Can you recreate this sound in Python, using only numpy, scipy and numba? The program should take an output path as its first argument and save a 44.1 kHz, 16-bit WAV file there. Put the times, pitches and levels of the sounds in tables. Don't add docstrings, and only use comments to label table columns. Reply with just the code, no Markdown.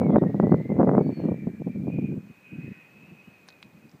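import sys
import numpy as np
from scipy import signal
from scipy.fft import rfft, irfft
from scipy.io import wavfile
from scipy.ndimage import uniform_filter1d, minimum_filter1d
from numba import njit

SR = 44100
rng = np.random.default_rng(int(sys.argv[2]) if len(sys.argv) > 2 else 0)


def amplitude_ratio(level_db):
    exponent = np.asarray(level_db, float) / 20
    return 10 ** exponent


def master(y):
    cut = np.clip(np.atleast_2d(y).T, -1, 1)
    pcm = np.round(cut * 32767)
    wavfile.write(sys.argv[1], SR, pcm.astype(np.int16))


N = 176400

# (frequency [Hz], density [dB per Hz])
FIELD_SPECTRUM = [(40, -37), (90, -14), (200, -10.5), (500, -15.5), (1200, -22), (2400, -20.5),
                  (3100, -39.5), (5000, -27)]
# (frequency [Hz], density [dB per Hz])
HISS_SPECTRUM = [(3000, -54), (6000, -35.5), (8500, -37.5), (10000, -44), (12000, -38), (15500, -35.5)]
# (time [s], length [s], level [dB], centre [Hz])
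BLADE_SWISHES = [
    (.14, .04, -71, 3500),
    (1.35, .22, -66, 1900),
    (1.22, .08, -69, 2800),
    (2.73, .11, -61, 1950),
    (2.58, .09, -69, 1550),
    (.513, .004, -66, 4300),
]
# (time [s], pitch [Hz], level [dB])
BIRD_PEEP = [(1.0, 4400, -85), (1.032, 4500, -72), (1.05, 4380, -72), (1.086, 4530, -64), (1.1, 4420, -80),
             (1.13, 4400, -66), (1.166, 4380, -61), (1.25, 4260, -70), (1.3, 4250, -82)]
# (time [s], peak [dB], ring [Hz], ring t60 [s])
CASE_TICKS = [(1.254, -56.5, 6500, 0.0062), (3.479, -51, 9300, 0.028), (3.4864, -38, 4570, 0.028),
              (3.503, -46, 3970, 0.021), (3.524, -53, 3740, 0.016), (3.6272, -39, 3900, 0.022),
              (3.628, -38.5, 2440, 0.0093), (3.621, -60, 9100, .015), (3.585, -63, 3000, .01),
              (3.646, -58, 4000, .015), (3.894, -53, 4840, 0.013), (3.915, -54, 5630, 0.018)]
# (time [s], length [s], level [dB], pitch [Hz], glide [Hz per s])
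WHISTLE_STRANDS = [(.26, .04, -66, 2110, 0), (1.06, .05, -69, 1670, 500), (1.2, .035, -68, 1670, -500),
                   (1.16, .045, -67, 2070, 300), (1.11, .04, -70, 1860, 0), (1.33, .06, -67, 1940, 0),
                   (1.47, .06, -70, 1850, 0), (1.54, .045, -69, 1640, 100), (1.73, .03, -71, 1850, 300),
                   (1.69, .03, -69, 2570, 0), (2.13, .04, -73, 1560, 0), (2.52, .05, -71, 1500, 0),
                   (2.63, .035, -68, 2030, 700), (2.77, .03, -70, 1500, 0), (2.74, .04, -70, 1850, 900),
                   (3.07, .035, -67, 2700, 900), (3.26, .03, -70, 2800, 900), (3.1, .06, -70, 2400, -200),
                   (.125, .015, -66, 3320, -1500), (.185, .015, -69, 3700, -1500),
                   (3.95, .03, -82, 4900, -3000)]
# (time [s], pitch [Hz], level [dB])
EDGE_WHISTLE = [(0, 2260, -56), (.1, 2158, -56), (.19, 1913, -55), (.33, 1877, -59.5), (.45, 1959, -55.5),
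                (.69, 2105, -56.5), (.93, 1962, -60.5), (1.0, 2232, -62), (1.15, 2354, -62),
                (1.82, 2340, -61.5), (1.92, 2438, -53.5), (2.08, 2440, -56.5), (2.2, 2505, -70.5),
                (2.62, 2510, -50), (2.9, 2540, -60), (3.08, 2580, -59), (3.42, 2510, -61), (4, 2485, -74)]
# (time [s], level [dB])
EARLY_SNAPS = [(0.016, -19), (0.033, -29), (0.066, -20), (0.087, -21), (0.096, -23), (0.105, -19.5),
               (0.119, -22.5), (0.143, -20.5), (0.16, -15.5), (0.184, -19), (0.225, -37), (0.238, -19),
               (0.276, -42), (0.286, -36), (0.345, -20.5), (0.4, -17), (0.44, -21), (0.47, -19.5),
               (0.495, -21), (0.522, -17.5), (0.544, -18), (0.657, -24), (0.694, -22.5), (0.702, -21.5),
               (0.766, -22)]
# (time [s], level [dB])
LATE_SNAPS = [(0.781, -21.5), (0.81, -18.5), (0.816, -18.5), (0.831, -18), (0.893, -17), (0.904, -21.5),
              (0.915, -19), (0.923, -22.5), (0.951, -18), (0.969, -19.5), (0.981, -17.5), (1.012, -20),
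              (1.057, -40), (1.067, -22), (1.094, -35), (1.202, -21.5), (1.239, -40), (1.255, -22),
              (1.287, -21), (1.318, -23), (1.343, -22.5), (1.471, -22), (1.541, -28), (1.604, -26),
              (1.62, -22.5), (1.671, -22.5), (1.791, -27), (1.871, -22.5), (1.881, -21.5), (1.89, -23.5),
              (1.941, -26), (2.025, -27), (2.09, -26.5), (1.902, -22.5), (1.987, -22)]
# (time [s], level [dB], extra sharpness [dB])
WIND_BED = [(0, -25.5, 0), (.3, -25.5, -0.5), (.62, -33.5, -1.5), (.8, -35, 3), (.99, -29.5, 4),
            (1.05, -40.5, -3.5), (1.3, -35, 1.5), (1.42, -45.5, -6.5), (1.72, -45, -10), (1.77, -45, -8),
            (2.17, -32, -11), (2.22, -49, -12), (2.34, -61, -3), (2.5, -58.5, -20.5), (2.52, -45, -9.5),
            (2.72, -54.5, -15.5), (2.84, -60.5, -12), (4, -59.5, -15.5)]
# (time [s], peak [dB])
STRONG_BUFFETS = [(0.035, -16), (0.097, -10), (0.164, -5.5), (0.226, -10.5), (0.265, -13), (0.296, -19),
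                  (0.352, -17.5), (0.404, -15.5), (0.439, -9.5), (0.521, -7.5), (0.543, -10.5),
                  (0.607, -16.5), (0.661, -24.5), (0.722, -14), (0.765, -19.5), (.797, -9), (0.841, -11),
                  (0.874, -15.5), (.954, -16.5), (0.982, -7.5), (1.014, -13), (1.062, -21.5),
                  (1.094, -16.5), (1.129, -23.5)]
# (time [s], peak [dB])
FALLING_BUFFETS = [(1.195, -23.5), (1.243, -17.5), (1.291, -17), (1.32, -15), (1.341, -27), (1.367, -27.5),
                   (1.405, -34), (1.428, -26), (1.476, -18), (1.544, -29.5), (1.608, -24.5), (1.676, -16.5),
                   (1.797, -20.5), (1.822, -24), (1.858, -23), (1.884, -16), (1.988, -18), (2.025, -22.5),
                   (2.049, -17.5), (2.092, -22.5), (2.17, -27), (2.24, -40), (2.274, -42), (2.306, -36),
                   (2.533, -32), (2.591, -27), (2.646, -29.5), (2.683, -28.5), (2.717, -29.5), (3.125, -36)]
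# (time [s], peak [dB])
FURTHER_BUFFETS = [(2.78, -44.5), (3.086, -43.5), (3.283, -40), (3.855, -42.5), (3.95, -40), (0.015, -15.5),
                   (0.468, -27), (0.494, -23), (0.81, -9.5), (0.894, -17.5), (1.961, -20.5), (2.559, -33.5)]
# (time [s], peak [dB])
SHOULDER_BUFFETS = [(0.055, -19), (0.074, -17), (0.121, -22), (.14, -19), (.181, -11), (0.25, -20.5),
                    (.325, -27), (.372, -22.5), (0.427, -25), (0.453, -16.5), (.565, -21), (.586, -20.5),
                    (.703, -19.5), (0.746, -24), (0.828, -16), (0.853, -22), (0.884, -13), (.908, -19),
                    (.93, -24), (0.994, -22.5), (1.033, -29), (1.177, -25), (1.22, -25), (1.259, -17),
                    (1.275, -30), (1.447, -26.5), (1.495, -29.5), (1.623, -37), (1.656, -30.5),
                    (1.701, -24), (1.76, -23), (1.776, -25), (1.84, -23.5), (1.903, -25), (1.925, -30.5),
                    (1.94, -21), (2.003, -40), (2.07, -32.5), (2.115, -31.5), (2.142, -32), (2.18, -23.5),
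                    (2.202, -34.5), (2.611, -42.5), (2.666, -46.5)]
# (passing time [s], share in strong wind [dB], extra growth [dB per dB], rate [eddies per s])
EDDY_SIZES = [
    (0.0018, -4.5, 0., 1000),
    (0.00078, -6.5, 1, 900),
    (0.00043, -16.5, 2.5, 500),
]

MIC_LOW_HZ, PORT_TOP_HZ = 174, 2220
RING_HZ, RING_WIDTH_HZ, RING_SHARE = 164, 99, 0.27
SLOT_HZ, SLOT_WIDTH_HZ, SLOT_SHARE = 545, 310, 0.39
BUFFET_S, BUFFET_DB, FLUTTER_DB = 0.0076, -4, 3.5
EDDY_SCATTER_DB, EVEN_S = 1, 0.01
SNAP_S, SNAP_SHRINK_PER_DB, SNAP_SCATTER, SNAP_DB = 0.00034, 0.17, 0.013, 12
WHISTLE_WIDTH_HZ, WHISTLE_DB, STRAND_WIDTH_HZ = 32, -1, 70
SKIRT_WIDTH_HZ, SKIRT_DB = 600, -4.5
WAVER_DB, WAVER_PER_S = 1.3, 25
CRACK_DB, FIELD_DB = 7.5, -58
LIMIT, LIMIT_S = 0.68, 0.008
FADE_IN_S, FADE_IN_SHARE = 0.00067, 0.66
RUMBLE_HZ, TOP_HZ = 58, 15340


def curve(rows, col):
    rows = np.array(rows, float)
    return np.interp(np.arange(N) / SR, rows[:, 0], rows[:, col])


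@njit
def svf(x, hz, width):
    y, b, l = np.empty(len(x)), 0., 0.
    for i in range(len(x)):
        g, k = np.tan(np.pi * hz[i] / SR), width[i] / hz[i]
        v = (b + g * (x[i] - l)) / (1 + g * (g + k))
        b, l, y[i] = 2 * v - b, l + 2 * g * v, k * v
    return y


def smooth(x, size, times):
    for _ in range(times):
        x = uniform_filter1d(x, size)
    return x


def band(hz, width_hz, order=1, even_s=0.21):
    x, one = rng.standard_normal(N), np.ones(N)
    for _ in range(order):
        x = svf(x, np.clip(hz * one, 30, 18000), np.clip(width_hz * one, 5, 9000))
    power = smooth(x ** 2, int(even_s * SR), 2)
    return x / np.sqrt(power + 1e-12)


def walk(rate):
    hold = int(SR / rate)
    levels = rng.standard_normal(N // 50)[:N // hold + 1]
    return 2.36 * smooth(np.repeat(levels, hold), hold, 2)[:N]


def hump(at_s, length_s):
    out, i, reach = np.zeros(N), int(at_s * SR), int(5 * length_s * SR)
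    k = np.arange(max(i - reach, 0), min(i + reach, N))
    out[k] = np.exp(-.5 * ((k / SR - at_s) / length_s) ** 2)
    return out


def log_interp(hz, spectrum):
    table_hz, table_db = np.transpose(spectrum)
    return np.interp(np.log(hz), np.log(table_hz), table_db)


def floor():
    field, swell = 0, walk(1.46)
    for hz in 45 * 2 ** np.arange(0, 7, .5):
        level_db = log_interp(hz, FIELD_SPECTRUM) + 0.5 * swell + 0.45 * walk(12)
        field = field + amplitude_ratio(level_db) * np.sqrt(hz / 200) * band(hz, hz / 2, order=2)
    f = np.arange(N // 2 + 1) * SR / N + 1
    gain = amplitude_ratio(log_interp(f, HISS_SPECTRUM))
    hiss = np.sqrt(SR / 150) * irfft(rfft(rng.standard_normal(N)) * gain, N)
    return amplitude_ratio(FIELD_DB) * (field + hiss)


def swishes():
    return sum(amplitude_ratio(db) * hump(s, length) * band(hz, 0.19 * hz, order=2)
               for s, length, db, hz in BLADE_SWISHES)


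def bird():
    t = np.arange(N) / SR
    gate = (t > BIRD_PEEP[0][0]) & (t < BIRD_PEEP[-1][0])
    hz = curve(BIRD_PEEP, 1) + 15 * walk(65)
    tone = np.sqrt(2) * np.sin(2 * np.pi * np.cumsum(hz) / SR)
    return gate * amplitude_ratio(curve(BIRD_PEEP, 2)) * tone


def ticks():
    out, t = np.zeros(N), np.arange(SR // 30) / SR
    one = np.ones(len(t))
    for s, db, hz, t60 in CASE_TICKS:
        noise = rng.standard_normal(len(t))
        fall = np.exp(-np.log(1000) * t / t60)
        ring, crack = noise * fall, noise[::-1] * fall ** 2.3
        for _ in range(2):
            ring = svf(ring, hz * one, 0.31 * hz * one)
            crack = svf(crack, 1200 * one, 2400 * one)
        i = int(s * SR)
        out[i:i + len(t)] += amplitude_ratio(db) * (ring / np.abs(ring).max() + amplitude_ratio(CRACK_DB) * crack)
    return out


def strands():
    t, hz, gain = np.arange(N) / SR, np.full((3, N), 2000.), np.zeros((3, N))
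    for k, (s, length, db, pitch_hz, glide) in enumerate(sorted(WHISTLE_STRANDS)):
        voice, near = k % len(hz), np.abs(t - s) < 2 * length
        hz[voice, near] = pitch_hz + glide * (t[near] - s)
        gain[voice, near] = amplitude_ratio(db) * np.exp(-((t[near] - s) / (1.4 * length)) ** 4)
    return sum(g * band(f + 20 * walk(30), STRAND_WIDTH_HZ, order=2, even_s=.05)
               for f, g in zip(hz, gain))


def whistle():
    hz = curve(EDGE_WHISTLE, 1) + 9 * walk(32)
    tone = band(hz, WHISTLE_WIDTH_HZ, order=2, even_s=.04)
    skirt = amplitude_ratio(SKIRT_DB) * band(0.989 * hz, SKIRT_WIDTH_HZ, order=3)
    level_db = curve(EDGE_WHISTLE, 2) + WHISTLE_DB + WAVER_DB * walk(WAVER_PER_S)
    return amplitude_ratio(level_db) * (tone + skirt)


def port(pulses, passing_s):
    f, one = np.arange(N // 2 + 1) * SR / N, np.ones(N)
    dulling = np.exp(-2 * np.pi * passing_s * f - (f / PORT_TOP_HZ) ** 2)
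    dips = irfft(rfft(pulses) * dulling, N)
    dips = signal.sosfilt(signal.butter(4, MIC_LOW_HZ, "high", fs=SR, output="sos"), dips)
    ring = RING_SHARE * svf(dips, RING_HZ * one, RING_WIDTH_HZ * one)
    slot = SLOT_SHARE * svf(dips, SLOT_HZ * one, SLOT_WIDTH_HZ * one)
    return dips + ring + slot


def snaps():
    half = SR // 40
    out, t = np.zeros(N + 2 * half), np.arange(-half, half) / SR
    for s, db in EARLY_SNAPS + LATE_SNAPS:
        scatter = SNAP_SCATTER * rng.standard_normal()
        wide = SNAP_S * np.exp(-SNAP_SHRINK_PER_DB * (db + 18.5) + scatter)
        i = int(s * SR)
        out[i:i + 2 * half] -= amplitude_ratio(db + SNAP_DB) * (SNAP_S / wide) / (1 + (t / wide) ** 2)
    return port(out[half:N + half], 0)


def wind():
    power = amplitude_ratio(curve(WIND_BED, 1) + FLUTTER_DB * walk(45)) ** 2
    for s, db in STRONG_BUFFETS + FALLING_BUFFETS + FURTHER_BUFFETS + SHOULDER_BUFFETS:
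        power = power + (amplitude_ratio(db + BUFFET_DB) * hump(s, BUFFET_S)) ** 2
    swell = np.sqrt(power)
    quick_db = uniform_filter1d(20 * np.log10(swell) + 20, size=200)
    strength_db = 0.54 * quick_db + curve(WIND_BED, 2)
    stream = 0
    for passing_s, db, growth, rate in EDDY_SIZES:
        arrives = rng.random(N) < rate / SR
        sign, size = rng.standard_normal(N), rng.exponential(size=N)
        eddies = port(arrives * sign * amplitude_ratio(EDDY_SCATTER_DB * size), passing_s)
        stream = stream + amplitude_ratio(db + growth * strength_db) * eddies / eddies.std()
    stream_power = smooth(stream ** 2, int(EVEN_S * SR), 3)
    return swell * stream / np.sqrt(stream_power + 0.034 * stream_power.mean())


def scene():
    at_port = wind() + snaps()
    at_edges = whistle() + strands()
    around = bird() + swishes() + ticks() + floor()
    return (at_port + at_edges + around)[None]


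def roll_off(x):
    return signal.sosfilt(signal.butter(12, 16200, fs=SR, output="sos"), x)


def record(dry):
    k = int(LIMIT_S * SR)
    needed = np.minimum(1, LIMIT / (np.abs(dry) + 1e-9))
    gain = uniform_filter1d(minimum_filter1d(needed, 2 * k + 1), k)
    gain = gain * (1 - FADE_IN_SHARE * np.exp(-np.arange(N) / SR / FADE_IN_S))
    f = np.arange(N + 1) * SR / (2 * N)
    rumble_cut = np.maximum(f ** 2 / (f ** 2 + RUMBLE_HZ ** 2), amplitude_ratio(-10.5))
    mix = irfft(rfft(dry * gain, 2 * N) * (f < TOP_HZ) * rumble_cut)[:, :N]
    return roll_off(mix)


dry = scene()
out = record(dry)
master(out)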